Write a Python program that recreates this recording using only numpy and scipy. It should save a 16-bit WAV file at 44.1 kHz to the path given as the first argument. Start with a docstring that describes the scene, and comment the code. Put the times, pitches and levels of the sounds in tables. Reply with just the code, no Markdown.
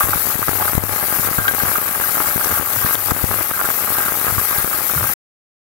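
"""Nuts and dried fruit fry in hot fat, close under a phone's two microphones, left and right.
From the start, noise and tiny grains fizz brightly on the left, which faces the pan; bursting bubbles
ring the pan's modes, heard most on the shaded right. Sharp one-sided spits (pressure blips), noisy cracks
and low thumps (pressure that flips) soon join on the left, with a hum that comes and goes. From 0.6 s a few
dull bumps of low noise sound farther off; just after 5.1 s everything stops dead and silence follows."""
import sys
import numpy as np
from scipy import signal
from scipy.fft import rfft, irfft
from scipy.io import wavfile
from scipy.ndimage import uniform_filter1d

SR = 44100
rng = np.random.default_rng(int(sys.argv[2]) if len(sys.argv) > 2 else 0)


def store_wav(level_fs):
    """Save 16-bit WAV to argv[1]."""
    pcm = np.round(np.clip(np.atleast_2d(level_fs), -1, 1) * 32767)
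    wavfile.write(sys.argv[1], SR, pcm.T.astype(np.int16))


N = 251278

# All levels below are mix levels, ahead of the filters and the rounding of peaks.
# Overall fizz and small-bubble levels along the scene: (time [s], fizz level [dB], small-bubble level [dB])
FRYING_LEVELS = [(0, -18.5, -23.5), (.3, -20, -31.5), (.8, -21, -26), (1.3, -19.5, -27), (1.7, -19, -25.5),
                 (2.5, -20, -25), (3.2, -18.5, -26), (4, -21.5, -27.5), (4.4, -20, -26), (5.1, -20, -28)]
# Sudden dips of the level under fizz and small bubbles; negative depths are lifts: (time [s], depth [dB])
LEVEL_DIPS = [(.05, 5), (.35, 4.5), (.75, 2), (.782, 7.5), (1.28, 4.5), (1.335, -1), (1.39, 5), (1.49, 2),
              (1.78, 4.5), (1.89, 3.5), (2.32, 2), (2.59, 6), (2.95, 6.5), (3.115, 6.5), (3.245, 2.5),
              (3.43, 3), (3.52, 2.5), (3.92, -2.5), (4.07, 1.5), (4.645, 3.5), (4.95, 1)]
# Colour of the fizz, relative: (frequency [Hz], left density [dB per Hz], right density [dB per Hz])
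FIZZ_COLOUR = [(2110, -9.5, -0.5), (3100, -16.5, -1), (4000, -14.0, -10), (5700, -13.5, -10),
               (7900, -10.5, -7.5), (9200, -8.5, -7.5), (10100, -2.5, -8), (9800, -17.5, -12.5),
               (10610, -3.5, -0.5), (11680, 0.8, -2.4), (12620, 0.7, 2), (14000, -0.5, -4.5),
               (16100, -3, -30.5)]
# Modes of the pan, relative levels: (frequency [Hz], left level [dB], right level [dB], base t60 [s])
PAN_MODES = [(404.4, -8.5, 8, 0.034), (556, -18.5, 1.5, 0.048), (618, -24.5, 1, 0.16),
             (746, 0.5, -3, 0.045), (835.6, 1, -3.5, 0.079), (1053, -9.5, -5.5, 0.035),
             (1158, 4.5, 6, 0.033), (1252, -0.5, 4.5, 0.045), (1394, -23.5, 9, 0.027), (1584, 1, 3, 0.063),
             (1614, 6, -8.5, 0.0057), (1890, -2, -9, 0.023), (2090, -4, -22, 0.044),
             (2243, -10.5, -26.5, 0.032), (2760, -6, -7, .02), (3420, -13, -21.5, .03),
             (4450, -11, -30.5, .02)]
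# Bursts and falling nuts that ring the pan:
# (time [s], right peak [dB], centre of the blow [Hz], left lean [dB], ring length [factor on t60])
PAN_BLOWS = [(.0066, -2.5, 1240, 0, 1.8), (0.0333, -6, 1340, -2, 1), (0.1319, -1.5, 1390, -10, 0.84),
             (.1734, -12, 1350, -11, 1.2), (.303, -14, 1250, -4, 1), (0.4279, -6, 1370, 3, 0.63),
             (0.4828, -4.5, 1310, -7, 0.51), (.5996, -13.5, 807, 0.5, 1.4), (.611, -10.5, 776, -4, 2.2),
             (0.625, -3.5, 1225, -3, 0.68), (0.6495, -12, 1210, 2, 1.8), (0.678, -8, 1315, -8.5, .68),
             (1.235, -18, 1310, 6, 1.1), (1.3295, -9.5, 1480, 2, 0.61), (1.3822, -9.5, 1600, 1.5, 2.8),
             (1.4529, -11.5, 1490, -3, 4.6), (1.481, -4.2, 1720, 6.4, 1.6), (1.6, -12, 1690, 2.5, 2.1),
             (1.6814, -8.5, 1290, -18, 1.4), (1.713, -12, 1350, -14, 1.1), (1.7542, -8, 1320, -14, 1.7),
             (1.7825, -16, 1350, -21, 4.3), (1.8782, -11, 1510, -2, 1.6), (1.9489, -10, 1380, -6, .87),
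             (2.0123, -8.5, 1250, 5, 0.79), (2.0382, -9.5, 1610, -5, 1.3), (2.18, -6.5, 1070, -1.5, 0.6),
             (2.2028, -12.5, 1040, 10, 1.1), (2.2182, -12, 1320, -4, 1.2), (2.2742, -15, 1400, -13, 0.82),
             (2.3962, -11, 1340, -5, .43), (2.4419, -9.5, 1400, -12, 0.78), (2.5125, -18, 1405, -8.5, 1.5),
             (2.546, -13, 1460, -6, 2.2), (2.5759, -13, 1210, 3, 3.4), (2.7347, -19, 1350, -4.5, 0.48),
             (2.785, -16, 1610, 6, 1.7), (2.8758, -11, 1355, -16, .41), (2.892, -18, 1330, -2, 1.2),
             (2.9086, -12, 1330, 4, 1.1), (2.9536, -15, 1390, 9, 0.7), (3.1093, -4.5, 1260, -2, 0.61),
             (3.3335, -10.5, 1380, -5, .96), (3.5354, -11.5, 1730, -2, 1.6), (3.593, -6, 1320, -13, 2.6),
             (3.611, -11, 1250, -7.5, 1.3), (3.6136, -4.5, 1140, -1, 0.54), (3.652, -8.5, 1620, -11, 2.2),
             (3.7024, -6.5, 1210, 4.7, 1), (3.9686, -11.5, 1540, -12, 1.1), (3.979, -12, 1560, -6, 1.4),
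             (4.0051, -8, 1350, -1, 0.74), (4.062, -14, 1507, -7, 0.6), (4.0803, -10, 1350, -2, 1.2),
             (4.2822, -4.5, 1350, -12.5, 0.6), (4.297, -13, 1250, 1, 1.3), (4.381, -10.5, 1180, 1, 1.2),
             (4.5066, -11.5, 1407, -6.5, 1.1), (4.5228, -13, 1470, -6.5, 1.9),
             (4.7127, -11.5, 1264, -1, 0.63), (4.7347, -14, 1380, -6, 2.1),
             (4.8966, -11.5, 1265, -18, 0.91), (4.9784, -8.5, 1510, -9, 1.6),
             (5.0292, -10, 1280, -14, 0.91), (5.0404, -13, 1220, 2, 1.6)]
# One-sided spits at the left microphone: (time [s], signed blip peak [linear])
LOUD_SPITS = [(0.054, -0.28), (0.0716, -0.49), (0.0871, 0.56), (0.2553, 0.44), (0.2723, 0.54),
              (0.3447, -0.34), (0.4191, -0.54), (0.4831, 0.95), (0.4938, 0.8), (0.514, 0.44),
              (0.5326, -0.51), (0.554, 0.45), (0.586, 0.37), (0.602, 0.13), (0.6048, -0.25),
              (0.6202, -0.35), (0.6562, 0.6), (0.6847, -0.18), (0.6956, 0.41), (0.7332, 0.66),
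              (0.7734, 0.093), (0.8254, 0.24), (0.8945, 0.45), (0.938, 0.31), (0.9615, 0.55),
              (0.9647, -0.39), (1.028, 0.6), (1.0362, 0.42), (1.0413, 0.5), (1.0847, 0.46), (1.1072, -0.4),
              (1.1265, 0.81), (1.1883, -0.4), (1.2481, 0.48), (1.252, 0.29), (1.2743, -0.55), (1.288, 0.73),
              (1.415, -0.34), (1.5127, 0.56), (1.5378, 0.55), (1.5493, 0.66), (1.598, 0.16), (1.625, 0.3),
              (1.6341, 0.65), (1.6565, 0.62), (1.6783, 0.41), (1.6846, -0.43), (1.6938, 0.52),
              (1.7169, 0.56), (1.7831, 0.81), (1.788, 0.32), (1.8924, 0.44), (2.0003, -0.67),
              (2.1062, 0.052), (2.154, 0.36), (2.1716, 0.53), (2.2034, -0.86), (2.2062, -0.4),
              (2.2148, 0.42), (2.2747, 0.52), (2.2867, 0.62), (2.3791, 0.74), (2.4066, -0.25),
              (2.4582, 0.44), (2.4606, 0.57), (2.4718, 0.58), (2.4952, 0.32), (2.5093, 0.54),
              (2.5149, -0.58), (2.5253, -0.5), (2.5751, -0.43), (2.6118, 0.59), (2.624, -0.38),
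              (2.6282, 0.37), (2.742, 0.26), (2.7653, 0.3), (2.865, 0.56), (2.9091, 0.5), (2.9474, 0.57),
              (2.9541, 0.6), (3.0856, -0.45), (3.096, -0.39), (3.109, 0.054), (3.115, 0.69), (3.165, 0.58),
              (3.2184, 0.32), (3.2356, 0.15), (3.3142, 0.73), (3.3421, -0.78), (3.357, 0.25),
              (3.4067, -0.14), (3.4089, 0.46), (3.412, 0.68), (3.5133, 0.67), (3.6454, -0.49),
              (3.689, 0.76), (3.7057, 0.12), (3.7112, -0.43), (3.8243, 0.37), (3.837, 0.4), (3.846, 0.49),
              (3.8735, -0.15), (3.9045, 0.64), (3.9176, -0.31), (3.923, 0.58), (3.9851, 0.81),
              (4.0074, 0.43), (4.062, -0.39), (4.0851, 0.61), (4.122, 0.71), (4.1376, 0.19), (4.173, -0.35),
              (4.1876, 0.37), (4.2146, 0.58), (4.245, 0.5), (4.268, -0.67), (4.29, -0.32), (4.303, 0.42),
              (4.396, -0.34), (4.4145, -0.49), (4.5114, 0.51), (4.5304, 0.34), (4.6027, 0.27),
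              (4.646, -0.7), (4.6636, 0.29), (4.7216, 0.27), (4.7472, 0.31), (4.769, -0.13), (4.8175, 0.3),
              (4.9372, 0.56), (5.0096, 0.56), (5.0146, 0.31), (5.0404, 0.57), (5.1014, 0.41)]
# Bright cracks of larger bubbles:
# (time [s], left starting level [dB], centre [Hz], left over right [dB], t60 [s], sharpness [Q])
BUBBLE_CRACKS = [(.0935, -14, 8500, 14.5, 0.014, 1.3), (.4165, -26, 6270, 13, .012, 2.5),
                 (.483, -24, 8450, 5, .010, 1.4), (0.752, -4, 8870, 17, 0.0047, 0.67),
                 (.7716, -24, 7340, 15, 0.016, 2.5), (.838, -17, 8510, 12, 0.009, 0.88),
                 (1.2082, -32, 8750, 13, .012, 1.4), (1.4800, -16, 3100, 5, 0.034, 2.8),
                 (2.4358, -22, 5900, 15, 0.032, 7.5), (2.445, -12, 5900, 6, 0.0071, 7.5),
                 (2.954, -16, 3210, 4, 0.007, 3.5), (2.954, -31, 9500, 8.5, 0.012, .8),
                 (3.109, -14, 8150, 17, 0.014, 0.75), (3.6815, -23, 8080, 14, .012, 1.4),
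                 (3.984, -14, 8620, 15, 0.023, 1.4)]
# Pressure thumps at the left microphone, before a slight smoothing:
# (time [s], push [signed peak, linear], rebound [signed peak, linear], build-up [ms])
PRESSURE_THUMPS = [(0.0407, 0.1, 0.37, 2.5), (0.0943, 0.15, -.21, 1), (0.16, 0.053, -0.3, 4),
                   (0.356, -0.14, 0.23, 2.5), (0.3937, 0.23, -0.26, 0.82), (.4917, 0.3, -0.31, 3.3),
                   (0.753, 0.4, -0.16, 3.5), (.7803, 1, -0.25, 3.3), (0.8385, 0.11, -0.37, 2),
                   (1.1964, -0.22, 0.12, 3), (1.3142, 0.31, -0.051, 1.4), (1.3881, -0.53, .18, 2.7),
                   (1.6373, -.32, 0.087, 3.5), (2.361, 0.26, -0.31, 2.2), (2.598, -0.084, .32, 1.4),
                   (2.849, 0.37, -0.17, 3), (3.1195, 0.42, -0.38, 3.5), (3.2421, 0.43, -.5, 4.5),
                   (3.3088, -0.14, 0.011, 2.9), (4.282, -0.049, 0.16, 2.5), (4.327, 0.17, -0.11, 3.7),
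                   (4.383, -0.2, 0.19, 5), (4.5846, 0.073, -0.24, 3.4), (4.6453, -0.02, -0.18, 1)]
# Swells of the low hum: (start [s], hold [s], relative level [dB])
HUM_SWELLS = [(.043, 0.074, -25), (.357, 0.087, -35), (.495, .2, -33), (.785, 0.14, -29),
              (1.197, 0.045, -25), (1.39, .07, -29), (1.638, 0.04, -27.5), (2.6, 0.12, -37.5),
              (2.95, .2, -34), (3.245, 0.11, -28.5), (4.283, 0.11, -25), (4.585, .03, -39)]
# Dull far bumps at both microphones: (time [s], level [dB])
FAR_BUMPS = [(.6, -42), (1.54, -42), (2.22, -57), (2.495, -28.5), (2.75, -31.5), (4.955, -24), (5.0, -33)]

DROP_S, RECOVER_S = 0.008, 0.11  # fall time and recovery time constant of a dip
BUBBLE_SHARE = 0.87  # the small bubbles follow this share of each dip
WIDEST, WIDEST_HZ, NARROWING = 0.38, 1220, 0.33  # blows far from this centre cover fewer modes (log Hz)
EASE_MS, EASE_SHARE = 1.3, 0.55  # the rebound eases off in a fixed time plus a share of the build-up time
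HUM_HZ, HUM_STEADY = 99.7, 0.57  # the second is the weight of the steady tone, the rest is rough
SWELL_S, FADE_DB_PER_S = 0.008, 222.5
HUM_FLOOR_DB, HUM_RIGHT_DB = -49, -38  # level between swells; right relative to left
BUMP_RISE_S, BUMP_T60_S, BUMP_LEFT_DB = 0.013, 0.42, 0.5
STOP_S = 5.1378
EDGE_HZ = 15800


def amp(db):
    """Turn decibels into a linear gain."""
    return 10 ** (np.asarray(db) / 20)


def evened(x):
    """Scale to an RMS of one."""
    return x / np.sqrt(np.mean(x ** 2, axis=-1, keepdims=True) + 1e-20)


def curve(table, column):
    """Draw straight lines through one column of a table along time."""
    rows = np.array(table)
    return np.interp(np.arange(N) / SR, rows[:, 0], rows[:, column])


def add(mix, s, sound):
    """Lay a sound into the mix at a time in seconds, cut off at the end."""
    part = mix[..., max(round(s * SR), 0):][..., :sound.shape[-1]]
    part += sound[..., :part.shape[-1]]


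def clicks(per_s, spread_db, count, most=3.7):
    """Share a rate of random clicks among several trains, mostly small, a few large."""
    size = amp(spread_db * np.minimum(rng.exponential(1, (count, N)), most))
    return size * (rng.random((count, N)) < per_s / count / SR)


def dips_db():
    """The level dips suddenly at set times, within milliseconds, and each dip recovers exponentially."""
    t = np.arange(N) / SR
    total = 0
    for s, depth_db in LEVEL_DIPS:
        fall = np.clip((t - s) / DROP_S, 0, 1)
        recovery = np.exp(-np.maximum(t - s, 0) / RECOVER_S)
        total = total + depth_db * fall * recovery
    return -total


def fizz():
    """Thousands of tiny bubbles a second over a smooth hiss, coloured for each microphone."""
    grains = clicks(5000, 2.74, count=2) * rng.choice([-1, 1], (2, N))
    drive = 0.68 * evened(grains) + 0.6 * rng.standard_normal((2, N))
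    hz, _, spectrum = signal.stft(drive, SR, nperseg=512)
    at, *sides_db = np.transpose([(400, -16.5, -48.0)] + FIZZ_COLOUR)
    colour_db = np.array([np.interp(np.log(hz + 1), np.log(at), side) for side in sides_db])

    # uneven patches in time and frequency roughen the noise, less in the highest treble
    patches = uniform_filter1d(rng.standard_normal(spectrum.shape), size=5, axis=2)
    patches = evened(uniform_filter1d(patches, size=2, axis=1))
    patch_depth_db = np.interp(hz, [3000, 8000, 12000], [4.8, 4.8, 1.6])[:, None]
    gain_db = colour_db[..., None] + patch_depth_db * np.minimum(patches, 0.9)
    sound = signal.istft(spectrum * amp(gain_db), SR, nperseg=512)[1][:, :N]

    # both sides flicker together
    flicker_db = 0.97 * evened(uniform_filter1d(rng.standard_normal(N), 260))
    level_db = curve(FRYING_LEVELS, 1) + dips_db() + flicker_db
    return evened(sound) * amp([[6], [-15]]) * amp(level_db)


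def ring(centre_hz, lean_db, length, chance):
    """One blow on the pan: decaying modes, strongest near its centre, with chance sizes and phases."""
    hz, left_db, right_db, t60 = np.transpose(PAN_MODES)
    t = np.arange(3500) / SR
    width = WIDEST * np.exp(-(np.log(centre_hz / WIDEST_HZ) / NARROWING) ** 2)
    near = np.exp(-0.5 * (np.log(hz / centre_hz) / width) ** 2) + 0.092
    size = near * (1 + 0.12 * chance[0])
    decay = amp(-60 * t / (max(length, 0.2) * t60[:, None]))
    envelope = decay * (1 - np.exp(-t / 0.000095))
    phase = 2 * np.pi * hz[:, None] * t + 0.93 * chance[1][:, None]
    lag = 4.88 * np.log(hz[:, None] / 1100)  # modes reach the two microphones out of step
    left = size * amp(left_db + lean_db) @ (envelope * np.sin(phase + lag))
    right = size * amp(right_db) @ (envelope * np.sin(phase))
    return np.array([left, right]) / abs(right).max()


def pops():
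    """Loud bursts ring the pan over a patter of small ones spread across its modes."""
    loud = np.zeros((2, N))
    chances = rng.standard_normal((len(PAN_BLOWS), 2, len(PAN_MODES)))
    for (s, db, *blow), chance in zip(PAN_BLOWS, chances):
        add(loud, s, amp(db) * ring(*blow, chance))

    trains = clicks(260, 2.4, count=16, most=3.2) * rng.choice([-1, 1], (16, N))
    centres = np.geomspace(600, 2100, 16)  # Hz
    shares = np.exp(-0.5 * (np.log(centres / 1350) / 0.36) ** 2)
    chances = rng.standard_normal((16, 2, len(PAN_MODES)))
    small = np.zeros((2, N))
    for train, hz, share, chance in zip(trains, centres, shares, chances):
        blow = ring(hz, -4, 0.8, chance)
        small += signal.oaconvolve(share * train[None], blow, axes=1)[:, :N]
    small_db = curve(FRYING_LEVELS, 2) + BUBBLE_SHARE * dips_db()
    both = loud + small / small[1].std() * amp(small_db)
    return signal.lfilter(*signal.butter(2, 330, "high", fs=SR), both)


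def spits():
    """Each spit is a quarter-millisecond pressure blip with a burst of treble riding on it."""
    small = clicks(300, 4.99, count=1, most=3.4)[0]
    train = amp(-26.5) * small * rng.choice([-1, 1], N)
    for s, peak in LOUD_SPITS:
        train[round(s * SR)] = peak
    t = np.arange(-40, 41) / SR
    blip = np.convolve(train, np.exp(-0.5 * (t / 0.00011) ** 2), "same")
    burst = np.convolve(abs(train), np.exp(-0.5 * (t / 0.00012) ** 2), "same")
    treble = signal.lfilter(*signal.butter(2, 10000, "high", fs=SR), rng.standard_normal(N))
    left = blip + amp(-17) * burst * treble
    echo = signal.lfilter(*signal.iirpeak(1350, 1.6, fs=SR), blip)  # reaches the right side as a short ring
    return np.array([left, amp(-9.0) * echo])


def cracks():
    """Larger bubbles crack as short decaying bursts of noise, each around its own pitch."""
    out, t = np.zeros((2, N)), np.arange(1200) / SR
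    noises = rng.standard_normal((len(BUBBLE_CRACKS), 2, 1200))
    for (s, db, hz, left_over_right_db, t60, q), noise in zip(BUBBLE_CRACKS, noises):
        band = signal.lfilter(*signal.iirpeak(hz, max(q, 0.6), fs=SR), noise)
        decay = amp(db - 60 * t / t60)
        add(out, s, evened(band) * decay * amp([[0], [-left_over_right_db]]))
    return out


def thumps():
    """Pressure builds for a few milliseconds, flips in an instant and eases back."""
    out, ms = np.zeros(N), np.arange(1, 1001) / SR * 1000
    for s, push, rebound, build_ms in PRESSURE_THUMPS:
        ease_ms = EASE_MS + EASE_SHARE * build_ms
        build = push * np.exp(-(ms / max(build_ms, 0.3)) ** 2.5)
        ease = rebound * np.exp(-(ms / max(ease_ms, 0.3)) ** 1.8)
        add(out, s - 1000 / SR, np.concatenate([build[::-1], ease]))  # the flip falls at s
    out = uniform_filter1d(out, size=14)
    # mostly the flip reaches the right side
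    edge = signal.lfilter(*signal.butter(2, [800, 1900], "band", fs=SR), out)
    return np.array([out, amp(-22.0) * edge])


def hum():
    """A steady tone and rough low noise swell, hold and fade, almost wholly on the left."""
    hz, t = np.fft.rfftfreq(N, 1 / SR), np.arange(N) / SR
    level = amp(HUM_FLOOR_DB)
    for s, hold, db in HUM_SWELLS:
        fade = amp(db - FADE_DB_PER_S * np.maximum(t - s - hold, 0))
        level = level + fade * np.clip((t - s) / SWELL_S, 0, 1)
    tone = np.sqrt(2) * np.sin(2 * np.pi * HUM_HZ * t)
    # a narrow peak at the hum's pitch over a broad low skirt
    shape = 1 / (1 + ((hz - HUM_HZ) / 14) ** 2) + amp(-18.5) / (1 + (hz / 350) ** 2)
    rough = evened(irfft(rfft(rng.standard_normal(N)) * shape, N))
    blend = HUM_STEADY * tone + (1 - HUM_STEADY) * rough
    return blend * level * amp([[0], [HUM_RIGHT_DB]])


def bumps():
    """Far bumps: low noise swells quickly and dies away, nearly alike on both sides."""
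    noise, t = rng.standard_normal((3, N)), np.arange(N) / SR
    mostly_shared = noise[:2] + 2.5 * noise[2]
    low = evened(signal.lfilter(*signal.butter(2, [70, 135], "band", fs=SR), mostly_shared))
    level = amp(-61.5)  # faint bed between bumps
    for s, db in FAR_BUMPS:
        decay = amp(db - 60 * np.maximum(t - s, 0) / BUMP_T60_S)
        level = level + decay * np.clip((t - s) / BUMP_RISE_S, 0, 1)
    return low * level * amp([[BUMP_LEFT_DB], [0]])


def scene():
    """Sum all layers, left and right."""
    return fizz() + pops() + cracks() + spits() + thumps() + hum() + bumps()


def record(dry):
    """The microphones drop the deepest bass, peaks round off, the sound stops, then the band limit."""
    dry = signal.filtfilt(*signal.butter(2, 40, "high", fs=SR), dry, padtype="even", padlen=2000)
    rounded = 1.01 * np.tanh((abs(dry) / 0.88) ** 3) ** (1 / 3) * np.sign(dry)
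    stopped = rounded * np.clip((STOP_S - np.arange(N) / SR) / 0.0009, 0, 1)
    band_limit = signal.firwin(511, EDGE_HZ, window=("kaiser", 9), fs=SR)
    return signal.oaconvolve(stopped, band_limit[None], "same")


dry = scene()
out = record(dry)
store_wav(out)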